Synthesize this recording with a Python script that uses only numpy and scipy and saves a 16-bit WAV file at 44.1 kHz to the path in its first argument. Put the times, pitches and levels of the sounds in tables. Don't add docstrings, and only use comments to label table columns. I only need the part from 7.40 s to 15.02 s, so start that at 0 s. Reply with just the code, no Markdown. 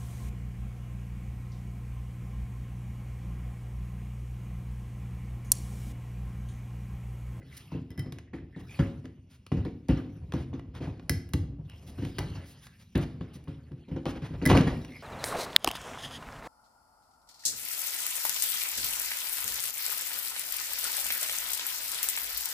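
import sys
import numpy as np
from scipy import signal
from scipy.fft import rfft, irfft, next_fast_len
from scipy.io import wavfile
from scipy.ndimage import uniform_filter1d

SR = 44100
rng = np.random.default_rng(int(sys.argv[2]) if len(sys.argv) > 2 else 0)


def digitize_waveform(pressure):
    field = np.atleast_2d(pressure).T
    bounded = np.clip(field, -1, 1)
    quanta = np.round(bounded * 32767).astype(np.int16)
    wavfile.write(sys.argv[1], SR, quanta)


N = 336262

# nominal frequency in hertz, relative level in dB, decay time as a share of the sound's t60.
SURFACE_MODES = [(52, -38.5, 0.37), (74.5, -15, 0.61), (88.6, 1.5, 0.61), (105.5, 2, 0.73), (127.6, 5, 0.4),
                 (145, 2, 0.63), (164.9, -4, 0.7), (208.9, -10.5, 0.83), (245.7, -4.5, 1.02),
                 (271.7, 5.5, 0.51), (326.6, -3.5, 1.1), (356, -1.5, 0.54), (435.4, -7.5, 1.2),
                 (501.4, -4.5, 1.1), (580, -11.5, 0.87), (751, -17, 2.4), (910, -1.5, 0.44),
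                 (994, -11.5, 0.37)]


def amp(db):
    return 10 ** (np.asarray(db) / 20)


def evened(x):
    return x / np.sqrt(np.mean(x ** 2) + 1e-20)


def read(points, hz):
    f, value = np.transpose(points)
    return np.interp(np.log(hz + 1), np.log(f + 1), value)


def add(mix, s, sound):
    part = mix[round(s * SR):][:len(sound)]
    part += sound[:len(part)]


def shaped(x, gain):
    size = next_fast_len(x.shape[-1])
    spectrum = rfft(x, size) * gain(np.fft.rfftfreq(size, 1 / SR))
    return irfft(spectrum, size)[..., :x.shape[-1]]


def rings(t, hz, db, t60):
    t = np.maximum(t, 0)
    modes = amp(db - 60 * t / t60) * np.sin(2 * np.pi * hz * t)
    return modes.sum(0)


def resonate(x, hz, width_hz):
    turn = np.exp(2j * np.pi * hz * np.arange(len(x)) / SR)
    pole = np.exp(-np.pi * width_hz / SR)
    return 2 * (turn * signal.lfilter([1 - pole], [1, -pole], x / turn)).real


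def patchy(x, depth_db):
    z = signal.stft(x, nperseg=512, noverlap=384)[2]
    across_hz = uniform_filter1d(rng.standard_normal(z.shape), 9, axis=0)
    patches = evened(uniform_filter1d(across_hz, 14, axis=1))
    return signal.istft(z * amp(depth_db * patches), nperseg=512, noverlap=384)[1][:len(x)]


def contact(x, tilt_db):
    # frequency in hertz, relative level in dB.
    contact_colour = [(200, 3), (600, 1), (1200, 1), (2000, 2), (3200, 2), (5200, -2.5), (7500, -7),
                      (10500, -7), (13500, -14), (16500, -14.5)]
    return shaped(x, lambda hz: amp(read(contact_colour, hz) + tilt_db * np.log2((hz + 100) / 3000)))


def still_air():
    # frequency in hertz, relative level in dB per hertz.
    air_spectrum = [(15, -44.5), (25, -13), (92, 36.5), (256, 27.5), (575, -65), (2840, 5.5), (5280, -59),
                    (7510, -62), (10100, -27), (16000, -70.5)]
    noise = shaped(rng.standard_normal(N), lambda hz: amp(read(air_spectrum, hz)))
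    return amp(-59.5) * evened(noise)


def garage(x):
    # frequency in hertz, t60 in seconds.
    garage_decay = [(80, 0.44), (250, 0.74), (1000, 0.44), (3000, 0.47), (8000, 0.36), (16000, 0.17)]
    taps = np.zeros((2, SR))
    at = np.arange(200, SR - 20, 20) + rng.integers(0, 20, (2, (SR - 201) // 20))
    np.put_along_axis(taps, at, rng.choice([-1., 1.], at.shape), 1)
    hz, t, z = signal.stft(taps, SR, nperseg=512)
    octaves = np.log2((hz[:, None] + 1) / 1700)
    apart = np.clip(.9 * np.exp(-(octaves / 2.2) ** 2), 0, 1)
    z = np.array([z[0], np.sqrt(1 - apart ** 2) * z[0] + apart * z[1]])
    fade = amp(-60 * t / read(garage_decay, hz)[:, None])
    tail = signal.istft(z * fade, SR, nperseg=512)[1]
    return signal.fftconvolve(x[None], tail / np.linalg.norm(tail[0]), axes=1)[:, :N]


def slide():
    # time in seconds, level of the rumble
    # in the surface in dB, level of the rasp in dB, sharpness from 0 (dull drag) to 1 (scratch).
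    slide_course = [(0.0, -51.5, -53.5, 0.033), (0.27, -48, -59.5, 0.58), (0.85, -52.5, -101, 0.37),
                    (1.34, -50, -51.5, 0.53), (1.75, -50.5, -81.5, 1), (2.14, -66, -70.5, 0.17),
                    (2.74, -43.5, -61.5, .2), (3.29, -41, -67, 0.098), (3.73, -47.5, -59.5, .1),
                    (4.0, -40, -108, 0.93), (4.35, -47.5, -55, 0.22), (4.82, -43.5, -52.5, 0.37),
                    (5.45, -62, -71, 1), (5.75, -45, -57, 0.048), (6.42, -58, -63, 0.12),
                    (6.9, -50.5, -53.5, .1), (7.19, -30, -44, 0.053), (7.5, -48, -53.5, 0.37)]
    s, *columns = np.transpose(slide_course)
    rumble_db, rasp_db, sharp = (np.interp(np.arange(N) / SR, s, c) for c in columns)

    catches = evened(uniform_filter1d(rng.standard_normal(N), 500))
    grain_db = 2.5 * np.minimum(rng.exponential(1, N), 4) + 1.3 * catches
    grains = patchy(rng.standard_normal(N) * amp(grain_db), 4.8)
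    bright = np.clip(sharp, 0, 1)
    drag, scratch = evened(contact(grains, -6.0)), evened(contact(grains, 1.0))
    rasp = (1 - bright) * drag + bright * scratch

    t = np.arange(SR // 4) / SR
    hz, db, share = np.transpose(SURFACE_MODES)[:, :, None]
    response = rings(t, hz, db - 10.8 * np.log2(hz / 100), 0.43 * share)
    rocking = evened(uniform_filter1d(rng.standard_normal(N), 1500))
    bumps = rng.standard_normal(N) * amp(4.8 * rocking)
    rumble = evened(signal.oaconvolve(bumps, response)[:N])
    return amp(rumble_db) * rumble + amp(rasp_db) * rasp


def swipe(length, db, tilt_db):
    count = round(length * SR)
    noise = contact(rng.standard_normal(SR // 4), tilt_db)[:count]
    return amp(db) * evened(noise) * signal.windows.tukey(count, .7)


def squeak(length, hz, db):
    width_hz = 400
    count = round(length * SR)
    noise, slips = rng.standard_normal((SR // 2, 2))[:count].T
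    drive = noise * amp(6.4 * evened(uniform_filter1d(slips, 300)))
    band = resonate(resonate(drive, hz, width_hz), hz, width_hz)
    return amp(db) * evened(band) * np.hanning(count)


def click(modes, db, tilt_db, pitch_hz, focus_db, ring_db, grip_db):
    t = np.arange(SR // 3) / SR
    hz, mode_db, t60 = np.transpose(modes)[:, :, None]
    onset = np.minimum(t / 0.00071, 1)
    wake = amp(-60 * t / .009) + amp(-13. - 60 * t / .04)
    crack = contact(rng.standard_normal(len(t)), tilt_db) * wake * onset
    struck_db = mode_db - abs(focus_db * np.log2(hz / pitch_hz))
    gripped_t60 = 1 / (1 / t60 + amp(grip_db))
    ring = rings(t, hz, struck_db, gripped_t60)
    return amp(db) * (1.155 * crack / abs(crack).max() + amp(ring_db) * ring * onset)


def tick(db, tilt_db, pitch_hz):
    # frequency in hertz, relative level in dB, t60 in seconds when free.
    bracket_modes = [(775, -6, 0.043), (910, -7.5, 0.031), (1066, -2, 0.041), (1397, -5.5, 0.026),
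                     (1645, -0.5, 0.017), (1943, -5.5, 0.045), (2234, -8, 0.015), (2884, -3, 0.082),
                     (3410, -15.5, 0.075), (3850, -23.5, 0.033)]
    return click(bracket_modes, db, tilt_db, pitch_hz, focus_db=8., ring_db=-5., grip_db=26.)


def strike(db, pitch_hz, focus_db, grip_db):
    # frequency in hertz, relative level in dB, t60 in seconds when free.
    pad_modes = [(620, -6, .1), (1690, -1, .1), (1995, 0, .1), (3115, -9, .12), (3850, -12, .03),
                 (5210, -4, .35), (6090, -22, .12), (10000, -14, .02), (11500, -8, .02), (12620, -18, .04)]
    return click(pad_modes, db, 8.5, pitch_hz, focus_db, ring_db=-3, grip_db=grip_db)


def thump(db, pitch_hz, grit_db):
    t = np.arange(SR // 2) / SR
    t60 = 0.19 * (153.5 / pitch_hz) ** 0.36
    hz, mode_db, share = np.transpose(SURFACE_MODES)[:, :, None]
    late = t - 0.0589 / np.sqrt(hz) + .002
    rise_db = 20 * np.log10(1 - np.exp(-np.maximum(late, 0) * hz * 0.57) + 1e-9)
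    octaves = np.log2(hz / pitch_hz)
    near_db = -11. * np.maximum(octaves, 0) + 3.4 * np.minimum(octaves, 0)
    varied_hz = hz * rng.normal(1, 0.034, hz.shape)
    body = rings(late, varied_hz, mode_db + near_db + rise_db, t60 * share)

    grit = evened(patchy(contact(rng.standard_normal(len(t)), -6.5), 3.2))
    grit_rise_s = 0.00085 * amp(-0.47 * db)
    grit = grit * amp(-60 * t / (1.51 * t60)) * np.minimum(t / grit_rise_s, 1)
    return amp(db) * (body / abs(body).max() + amp(grit_db) * grit)


def scene():
    # start in seconds, level in dB,
    # pitch of the contact in hertz, grit level over the thump in dB.
    thumps = [(0.316, -29, 158, -9.5), (0.346, -26, 150, -17.5), (0.385, -33.5, 145, -65),
              (0.5, -36, 85, -14.5), (0.577, -24, 108, -18), (0.658, -29.5, 160, -17),
              (0.718, -35, 151, -11), (0.933, -30.5, 236, -10), (1.159, -31, 154, -12),
              (1.391, -11, 131.5, -17), (1.641, -34, 245, -13.5), (2.117, -14, 143, -19),
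              (2.167, -22, 89, -16.5), (2.251, -25, 288, -11), (2.488, -12.5, 141, -12),
              (2.569, -38.5, 260, 3), (2.934, -20.5, 178, -13.5), (3.134, -27.5, 267, -14.5),
              (3.403, -27, 197, -18), (3.469, -28.5, 111, -9), (3.696, -19.5, 75, -25),
              (3.936, -16.5, 78, -31), (4.579, -26, 108, -11.5), (4.62, -24.5, 163, -10),
              (4.785, -25.5, 83.6, -5), (4.899, -31.5, 77.5, -21), (4.949, -32, 62.7, -7.5),
              (5.551, -13, 140, -14), (5.806, -28.5, 162, -12.5), (5.951, -36, 145, -18),
              (6.077, -28.5, 132, -10.5), (6.31, -33, 110, -26.5), (6.48, -39, 305, -2.5),
              (6.512, -24.5, 139, -18), (6.56, -26.5, 334, -13), (6.66, -23.5, 243, -4.5),
              (6.818, -27, 107, -7), (6.899, -31, 159, -13.5), (7.02, -23, 271, -7),
              (7.058, -11.5, 146, -12.5), (7.082, -13.5, 165, -11), (7.114, -11.5, 162, -6),
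              (7.149, -12, 162, -4.5), (7.175, -11.5, 141, -8), (7.211, -33, 71.4, -21),
              (7.269, -25.5, 266, 3), (7.485, -38, 267.7, -18)]
    # start in seconds, length in seconds,
    # centre frequency in hertz, level in dB.
    squeaks = [(0, 0.055, 2000, -65.5), (0.107, 0.037, 2010, -59), (0.258, 0.18, 2700, -57.5),
               (0.865, 0.039, 1970, -67), (0.956, 0.057, 1860, -61), (1.093, 0.16, 1840, -60),
               (1.265, 0.12, 2420, -52.5), (2.131, 0.12, 2770, -62), (4.269, 0.099, 2780, -57.5),
               (4.558, 0.16, 2910, -57.5), (4.8, 0.3, 2890, -62), (5.187, 0.16, 1630, -60.5),
               (7.482, 0.13, 2200, -51)]
    # start in seconds, length in seconds,
    # level in dB, treble tilt in dB per octave.
    swipes = [(0.092, 0.16, -58.5, 2), (0.163, 0.024, -46.5, 7.5), (1.188, 0.035, -60, 0),
              (1.27, 0.14, -59, -5), (1.884, 0.1, -64, 1), (2.925, 0.14, -52, -3.5),
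              (3.333, 0.073, -44, -5), (3.396, 0.088, -40, -6), (4.457, 0.062, -56.5, 3),
              (4.629, 0.097, -59, 0.5), (5.041, 0.11, -58.5, 6), (5.209, 0.081, -58, 4),
              (5.384, 0.063, -61.5, 1), (5.603, 0.048, -45, -2), (5.927, 0.053, -56.5, 2.5),
              (6.678, 0.048, -45.5, -2), (6.746, 0.045, -35.5, -6.5), (6.835, 0.049, -43.5, -4.5),
              (6.926, 0.045, -35.5, -8), (7.084, 0.041, -25.5, -3.5), (7.277, 0.084, -43, -22)]
    # start in seconds, level in dB,
    # treble tilt in dB per octave, favoured pitch in hertz.
    ticks = [(0.7228, -37.5, 1, 1160), (0.7858, -37.5, -3, 1910), (0.933, -39.5, -13, 961),
             (1.175, -58, 1, 1850), (1.3417, -50, -9, 2500), (1.3906, -24.5, -8, 930),
             (1.6553, -40.5, -5, 1410), (2.065, -40.5, -1.5, 2830), (2.1177, -23, -10.5, 1140),
             (2.2503, -37, -3.5, 920), (2.4848, -36.5, 0, 937), (2.9221, -31, -4, 1170),
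             (2.9372, -30, -2.5, 902), (3.1306, -34.5, -8.5, 969), (3.1945, -35, -5, 1420),
             (3.3509, -44, -1, 1140), (3.596, -38.5, -6.5, 926), (3.73, -43.5, -9, 1220),
             (3.89, -44, 11, 1554), (3.935, -22.5, -0.5, 1800), (4.2975, -43, 1, 2780),
             (4.6498, -36, -1, 1070), (4.784, -21, -1, 1290), (4.789, -24, 0.5, 3460),
             (5.2683, -39.5, 0, 1600), (5.555, -32, 0.5, 1210), (5.577, -34.5, 6, 902),
             (5.81, -31, -8.5, 1040), (6.04, -54, 8, 2900), (6.075, -37, -19, 1070), (6.318, -50, -4, 1900),
             (6.5626, -37.5, -6, 1280), (6.6554, -28, -5.5, 1050), (6.8197, -47, -11, 1060),
             (7.016, -31, -7, 1770), (7.0998, -9, -6.5, 1080), (7.1064, -14, -7.5, 1000),
             (7.1145, -5.5, -11, 970), (7.1372, -46, 12, 1010), (7.1688, -20.5, -3.5, 907),
             (7.1742, -16.5, -5, 2930), (7.184, -31, 0, 1000), (7.2103, -26, -3, 1510),
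             (7.448, -38, -1.5, 1710)]
    # start in seconds, level in dB, favoured pitch in hertz,
    # focus in dB per octave, grip as added decay rate in dB re 1 per second.
    strikes = [(.5045, -48, 5200, 3, 20), (0.516, -53, 2200, 11, 20), (0.577, -43.5, 2000, 2, 3),
               (.5955, -36.5, 1995, 35, 13), (.5928, -35, 3250, 11, 3), (3.695, -15, 5200, 1.25, 33.5),
               (7.054, -22, 2030, 6.5, 18), (7.0609, -15.5, 2040, 25, 16), (7.0732, -21, 2000, 24, 16)]
    bench = slide()
    sources = ((thump, thumps), (squeak, squeaks), (swipe, swipes), (tick, ticks), (strike, strikes))
    for source, table in sources:
        for s, *row in table:
            add(bench, s, source(*row))
    return bench + still_air() + amp(-10.0) * garage(bench)


def record(dry):
    port_lead = [(0, 0), (1000, -.4), (2000, .1), (2800, 1.1), (4300, .8), (4900, -.1), (7400, 3.05),
                 (7900, 3.2), (11100, 6.35), (14200, 9.4), (16500, 11)]
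    # frequency in hertz, left minus right in dB.
    port_balance = [(60, 0), (500, 1), (1200, .5), (2500, -.5), (15000, -.5)]
    half = np.array([[.5], [-.5]])

    def port_gain(hz):
        lead = np.interp(hz, *np.transpose(port_lead))
        return np.exp(1j * half * lead) * amp(half * read(port_balance, hz))

    dry = signal.sosfilt(signal.butter(4, 50., "high", fs=SR, output="sos"), dry)
    pair = shaped(dry, port_gain)
    band_limit = signal.firwin(511, 16400, window=("kaiser", 9), fs=SR)
    return signal.oaconvolve(pair, band_limit[None], "same")


dry = scene()
out = record(dry)
digitize_waveform(out)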